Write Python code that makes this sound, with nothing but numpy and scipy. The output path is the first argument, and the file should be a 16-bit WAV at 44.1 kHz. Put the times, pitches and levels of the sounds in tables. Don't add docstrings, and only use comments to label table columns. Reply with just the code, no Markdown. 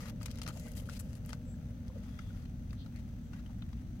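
import sys
import numpy as np
from scipy import signal
from scipy.fft import rfft, irfft
from scipy.io import wavfile
from scipy.ndimage import uniform_filter1d

SR = 44100
rng = np.random.default_rng(int(sys.argv[2]) if len(sys.argv) > 2 else 0)


def unload_audio(sound):
    columns = np.transpose(np.atleast_2d(sound))
    steps = np.round(np.clip(columns, -1, 1) * 32767)
    wavfile.write(sys.argv[1], SR, steps.astype(np.int16))


N = 176400

BAND_EDGES_HZ = (600, 2200, 6500, 15000)
RIGHT_DB, TICK_RIGHT_DB = (-5.5, -8.5, -8.5), (-4, -8.5, -9)
CONTACT_CRACK, GRIT_CRACK = 22, 40


def undb(db):
    return 10 ** (np.asarray(db) / 20)


def unit(x):
    return x / np.sqrt(np.mean(x ** 2) + 1e-20)


def decay(t, t60_s):
    return np.exp(-np.log(1000) * t / t60_s)


def band(x, lo_hz, hi_hz, order=3):
    return signal.sosfilt(signal.butter(order, [lo_hz, hi_hz], "bp", fs=SR, output="sos"), x)


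def band_noise(lo_hz, hi_hz, order=3):
    return unit(band(rng.standard_normal(N), lo_hz, hi_hz, order))


def walk(rate_hz):
    step = int(SR / rate_hz)
    held = np.repeat(rng.standard_normal(N // step + 1), step)
    return unit(uniform_filter1d(held, step)[:N])


def coloured(spectrum):
    hz, db = np.array(spectrum).T
    f = np.maximum(np.arange(N // 2 + 1) * SR / N, 1)
    skirts = np.minimum(1, np.minimum(f / hz[0], hz[-1] / f)) ** 6
    gain = undb(np.interp(np.log(f), np.log(hz), db)) * skirts
    return unit(irfft(rfft(rng.standard_normal(N)) * gain, N))


def add(out, start_s, x):
    size = out.shape[-1]
    i = int(np.clip(start_s * SR, 0, size - 1))
    out[..., i:i + x.shape[-1]] += x[..., :size - i]


def distant_rumble():
    # frequency in Hz, relative density in dB.
    spectrum = [(20,-9.5),(30,-9.5),(42,-3.5),(56,-0.5),(80,-1.5),(115,-1),(146,-5.5),(206,-5.5),(240,-8.5),(265,-11),(300,-17.5),(345,-30),(420,-42.5)]
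    # frequency in Hz, start level in dB, end level in dB.
    hum_lines = [(55.1,-54.5,-47),(236.3,-50.5,-52),(332.7,-83,-66.5),(474.5,-67,-84),(530,-65.5,-93),(605.5,-63,-81)]
    t = np.arange(N) / SR
    mid = undb(-43) * coloured(spectrum)
    for hz, first_db, last_db in hum_lines:
        phase = 2 * np.pi * np.cumsum(hz + 1.218 * walk(7)) / SR
        level_db = first_db + (last_db - first_db) * t / t[-1] + walk(5.2)
        mid += undb(level_db) * np.sin(phase)
    swell = undb(-44) * np.exp(-((t - 2.476) / 0.17) ** 2 / 2)
    mid += swell * band_noise(33.3, 65)
    side = undb(-59.5) * coloured(spectrum)
    return np.array([mid + side, mid - side]) * undb([[.4], [-.4]])


def river(hiss_hz=6080):
    # frequency in Hz, relative density in dB.
    spectrum = [(380,-1),(460,-7),(620,-4),(800,-5.5),(1050,-15.5),(1350,-10),(1900,-15),(2900,-16.5),(3700,-17.5),(4700,-20),(5500,-22.5),(7000,-25),(8500,-25),(10300,-33),(11600,-22.5),(13500,-28),(16000,-21.5)]
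    # time in seconds, wash level in dB.
    wash_levels = [(0,-62.5),(.4,-64),(.65,-61),(1.4,-66),(2.3,-70),(4,-76)]

    def pair(make, shared):
        common = make()
        return np.array([unit(shared * common + make()) for _ in range(2)])

    water = pair(lambda: coloured(spectrum), shared=0.23) * undb(-65.5 + 0.15 * walk(8.2))
    wash_db = np.interp(np.arange(N) / SR, *np.array(wash_levels).T)
    wash = pair(lambda: band_noise(430, 594, order=2), shared=2.0) * undb(wash_db)
    hiss = pair(lambda: band_noise(hiss_hz - 170, hiss_hz + 170, order=2), shared=0.23) * undb(-79.5)
    return (water + wash + hiss) * undb([[1.5], [-1.5]])


def ports(force, lag_s=0.00017, scatter_s=0.00009):
    lag = (lag_s + scatter_s * rng.standard_normal(len(force))) * SR
    arrival = np.clip(np.arange(len(force)) + np.round(lag).astype(int), 0, len(force) - 1)
    return np.array([force, np.bincount(arrival, force, len(force))])


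def tray(x, tail_db=-4.5, t60_s=0.041):
    t = np.arange(3000) / SR
    tails = rng.standard_normal((2, len(t))) * decay(t, t60_s)
    tails /= np.linalg.norm(tails[0])
    return x + undb(tail_db) * signal.fftconvolve(x, tails, axes=1)[:, :N]


def grit(size, per_s, spread_db):
    slips = (rng.random(size) < per_s / SR) * rng.choice([-1, 1], size)
    return slips * undb(spread_db * np.minimum(rng.exponential(size=size), 4))


def stone(force, crack, pitch_spread=0.075):
    # mode frequency in Hz, relative level in dB, T60 in seconds.
    stone_modes = [(1465,4.5,0.018),(2150,-5,0.015),(2650,2,0.009),(3160,4,0.016),(4090,8.5,0.0072),(5200,-1,0.0054),(6140,0,0.006),(7400,-15,0.0054),(10100,14.5,0.0049),(11500,12,0.0046),(13700,4,.004)]
    t = np.arange(700) / SR
    hz, db, t60_s = np.array(stone_modes).T[:, :, None]
    hz = hz * (1 + pitch_spread * rng.standard_normal(hz.shape))
    modes = undb(db) * np.sin(2 * np.pi * hz * t) * decay(t, t60_s)
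    ring = rng.uniform(-0.66, 1, (2, len(stone_modes))) @ modes
    ring[:, 0] += crack
    return signal.fftconvolve(force, ring, axes=1)


def set_bands(x, levels_db, right_db, energy_s):
    x = signal.lfilter(*signal.butter(1, 11200, fs=SR), x)
    out = np.zeros_like(x)
    for lo_hz, hi_hz, db, shade_db in zip(BAND_EDGES_HZ, BAND_EDGES_HZ[1:], levels_db, right_db):
        part = band(x, lo_hz, hi_hz)
        energy = np.sum(part ** 2, axis=1, keepdims=True) + 1e-18
        out += part * undb([[db], [db + shade_db]]) * np.sqrt(energy_s * SR / energy)
    return out


def settling():
    slips = ports(grit(N, per_s=85, spread_db=0.5))
    crackle = stone(slips, GRIT_CRACK)[:, :N]
    return set_bands(crackle, (-76, -79, -81.5), TICK_RIGHT_DB, N / SR)


def damped_tones(rows, glide=0.047, attack_s=0.0016):
    out, t = np.zeros(N), np.arange(SR // 5) / SR
    for start_s, hz, db, t60_s in rows:
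        phase = 2 * np.pi * np.cumsum(hz * (1 + glide * np.minimum(t / t60_s, 1))) / SR
        envelope = np.minimum(t / attack_s, 1) * decay(np.maximum(t - attack_s, 0), t60_s)
        add(out, start_s, undb(db) * envelope * np.sin(phase))
    return out


def thuds():
    # start in seconds, pitch in Hz, peak in dB, T60 in seconds.
    thud_rows = [(.476,113,-32,0.046),(.496,115,-31,0.041)]
    return damped_tones(thud_rows)


def pops_and_rings():
    # start in seconds, pitch in Hz, left peak in dB, T60 in seconds.
    tone_rows = [(.664,880,-56,0.0093),(.676,1550,-55,0.036),(.889,1394,-39,0.016),(1.331,2020,-48,0.012),(1.54,1640,-61.5,.025),(1.897,507,-51,0.068),(1.9,1007,-54.5,0.028),(2.19,2090,-51.5,.03),(2.303,1460,-57,0.033),(3.461,3040,-53.5,0.014)]
    return damped_tones(tone_rows) * undb([[0], [-2]])


def noise_swells():
    # peak time in seconds, Gaussian sigma in seconds, centre in Hz, width in Hz, left dB.
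    swell_rows = [(0.036,0.044,2100,600,-62),(.568,.008,630,560,-53),(.6,0.052,6960,1300,-64),(0.662,0.036,2150,450,-63.5),(0.664,0.0054,636,600,-52.5),(1.505,0.032,7660,650,-66),(1.968,0.014,514,150,-52),(2.22,0.13,3420,279.6,-70.5),(2.81,0.023,3700,1310,-61),(2.97,0.014,2190,700,-61),(3.262,.03,7440,915,-77),(3.502,0.0077,835,380,-59.5),(3.623,0.0018,3170,1280,-49),(3.783,0.023,2680,1400,-71.5)]
    out, t = np.zeros((2, N)), np.arange(N) / SR
    noise = ports(rng.standard_normal(N))
    for peak_s, sigma_s, hz, width_hz, db in swell_rows:
        hiss = unit(band(noise, max(hz - width_hz / 2, 50), hz + width_hz / 2))
        out += undb(db) * np.exp(-((t - peak_s) / sigma_s) ** 2 / 2) * hiss
    return out * undb([[0], [-5.5]])


def scrapes(fade_s=0.0045, pebble_s=0.013, stick_db=2):
    # start in seconds, length in seconds, body, middle and treble in relative dB.
    strokes = [(0.0,0.11,-56.5,-55.5,-60.5),(0.2,0.28,-67,-63,-73),(0.459,0.055,-53.5,-57,-64),(0.519,.225,-70.5,-63,-63.5),(0.749,0.063,-65.5,-56,-54),(0.813,0.093,-69,-67,-67),(0.886,0.097,-64.5,-56,-58.5),(0.99,0.028,-61.5,-56,-49.5),(1.015,0.17,-74,-69,-69.5),(1.263,0.095,-71,-66,-68.5),(1.941,0.59,-69,-69.5,-75),(2.957,0.051,-79,-67.5,-77),(3.325,0.08,-64.5,-68,-75.5)]
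    out, t = np.zeros((2, N)), np.arange(SR // 2) / SR
    step = int(pebble_s * SR)
    for start_s, length_s, *levels_db in strokes:
        gate = np.clip(np.minimum(t, length_s - t) / fade_s, 0, 1)
        pressure = gate * undb(stick_db * walk(114)[:len(t)])
        force = ports(grit(len(t), per_s=7000, spread_db=4.5) * pressure)
        stroke = np.zeros((2, len(t)))
        for i in range(0, min(int(length_s * SR), len(t)), step):
            add(stroke, i / SR, stone(force[:, i:i + step], GRIT_CRACK))
        add(out, start_s, set_bands(stroke, levels_db, RIGHT_DB, length_s))
    return out


def contacts(rows, right_db, energy_s, rise_share=0.36):
    out, t_ms = np.zeros((2, N)), np.arange(1500) / SR * 1000
    for start_s, *levels_db, grind_ms, blow_db in rows:
        progress = t_ms / grind_ms
        envelope = np.minimum(progress / rise_share, 1) * np.exp(-progress ** 2)
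        force = grit(len(t_ms), per_s=8500, spread_db=0.5) * envelope
        force[0] += 2 * undb(blow_db)
        ring = stone(ports(force), CONTACT_CRACK)
        add(out, start_s, set_bands(ring, levels_db, right_db, energy_s))
    return out


def ticks():
    # start in seconds, body, middle and treble in relative dB, grind in ms, relative blow dB.
    tick_rows = [(1.881,-76,-59.5,-68,3,14),(2.189,-48,-52.5,-63.5,5.4,1),(2.455,-65,-60.5,-74,4.4,7),(2.706,-70,-58,-75,3.7,-3),(2.73,-56,-60.5,-63,4.3,5),(2.861,-58.5,-58.5,-71,3,-9),(2.961,-66,-60.5,-65,1.4,3),(3.333,-55,-58,-80,8,8),(3.461,-63,-66,-73,6,3),(3.622,-58,-76,-86,4,0),(3.729,-59,-59,-77,5,-3)]
    return contacts(tick_rows, TICK_RIGHT_DB, energy_s=0.011)


def knocks():
    # start in seconds, body, middle and treble in relative dB, grind in ms, relative blow dB.
    knock_rows = [(.057,-49,-54,-58,2.1,-4),(.096,-59,-50.5,-52,3.2,-10),(.212,-49,-55,-68,4.2,-3),(.22,-64,-56,-55,1.5,7),(.23,-56,-48,-49.5,3.4,5),(.258,-48.5,-38.5,-41,4.5,-3),(.282,-53,-55,-64,3,-2),(.305,-63,-54,-59,2.7,-1),(.313,-63,-46.5,-50.5,2.6,2),(.357,-73,-55,-58,2.5,3),(.374,-70,-53,-65,4,-4),(.386,-54,-50,-53.5,2.3,3),(.417,-47,-40,-45,4.4,7),(.433,-63.5,-49,-49,1.1,4),(.436,-58,-50,-58,2.9,-4),(.464,-43.5,-43.5,-58,4.5,4),(.4765,-47,-41.5,-44.5,2.5,0),(.483,-51,-44,-46.5,5.6,-11),(.488,-50,-47,-50,6.4,2),(.573,-57,-51.5,-56,1.8,-3),(.596,-68,-52.5,-50,3.2,-13),(.669,-60,-56,-69,1.8,1),(.683,-66,-62,-54,2,0),(.717,-70,-56,-51.5,1.9,-15),(.779,-69,-51,-55,1.5,5),(.823,-77,-72,-62,2.5,-2),(.857,-70,-60,-62,1.1,5),(.897,-50,-48,-58,1.1,11),(.996,-60,-57,-49,4.9,-6),(1.131,-59,-58,-59,1.5,5),(1.152,-70,-56.5,-56,2.5,-8),(1.168,-72,-68,-64,1.5,0),(1.249,-61,-57,-66,4.2,0),(1.261,-66,-64,-51.5,1.4,-4),(1.291,-51,-50.5,-50.5,5.8,1),(1.305,-53,-51,-58,2.5,1),(1.322,-59,-53,-68,11,-11),(1.331,-41,-42.5,-51.5,3.4,22)]
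    return contacts(knock_rows, RIGHT_DB, energy_s=0.0079)


def scene():
    background = distant_rumble() + river()
    close = pops_and_rings() + noise_swells()
    close += undb(-4) * knocks() + undb(-2.5) * ticks() + undb(-1) * scrapes() + settling()
    return background + thuds() + tray(close)


def record(dry):
    return signal.sosfilt(signal.ellip(10, .2, 70, 15900, fs=SR, output="sos"), dry)


dry = scene()
out = record(dry)
unload_audio(out)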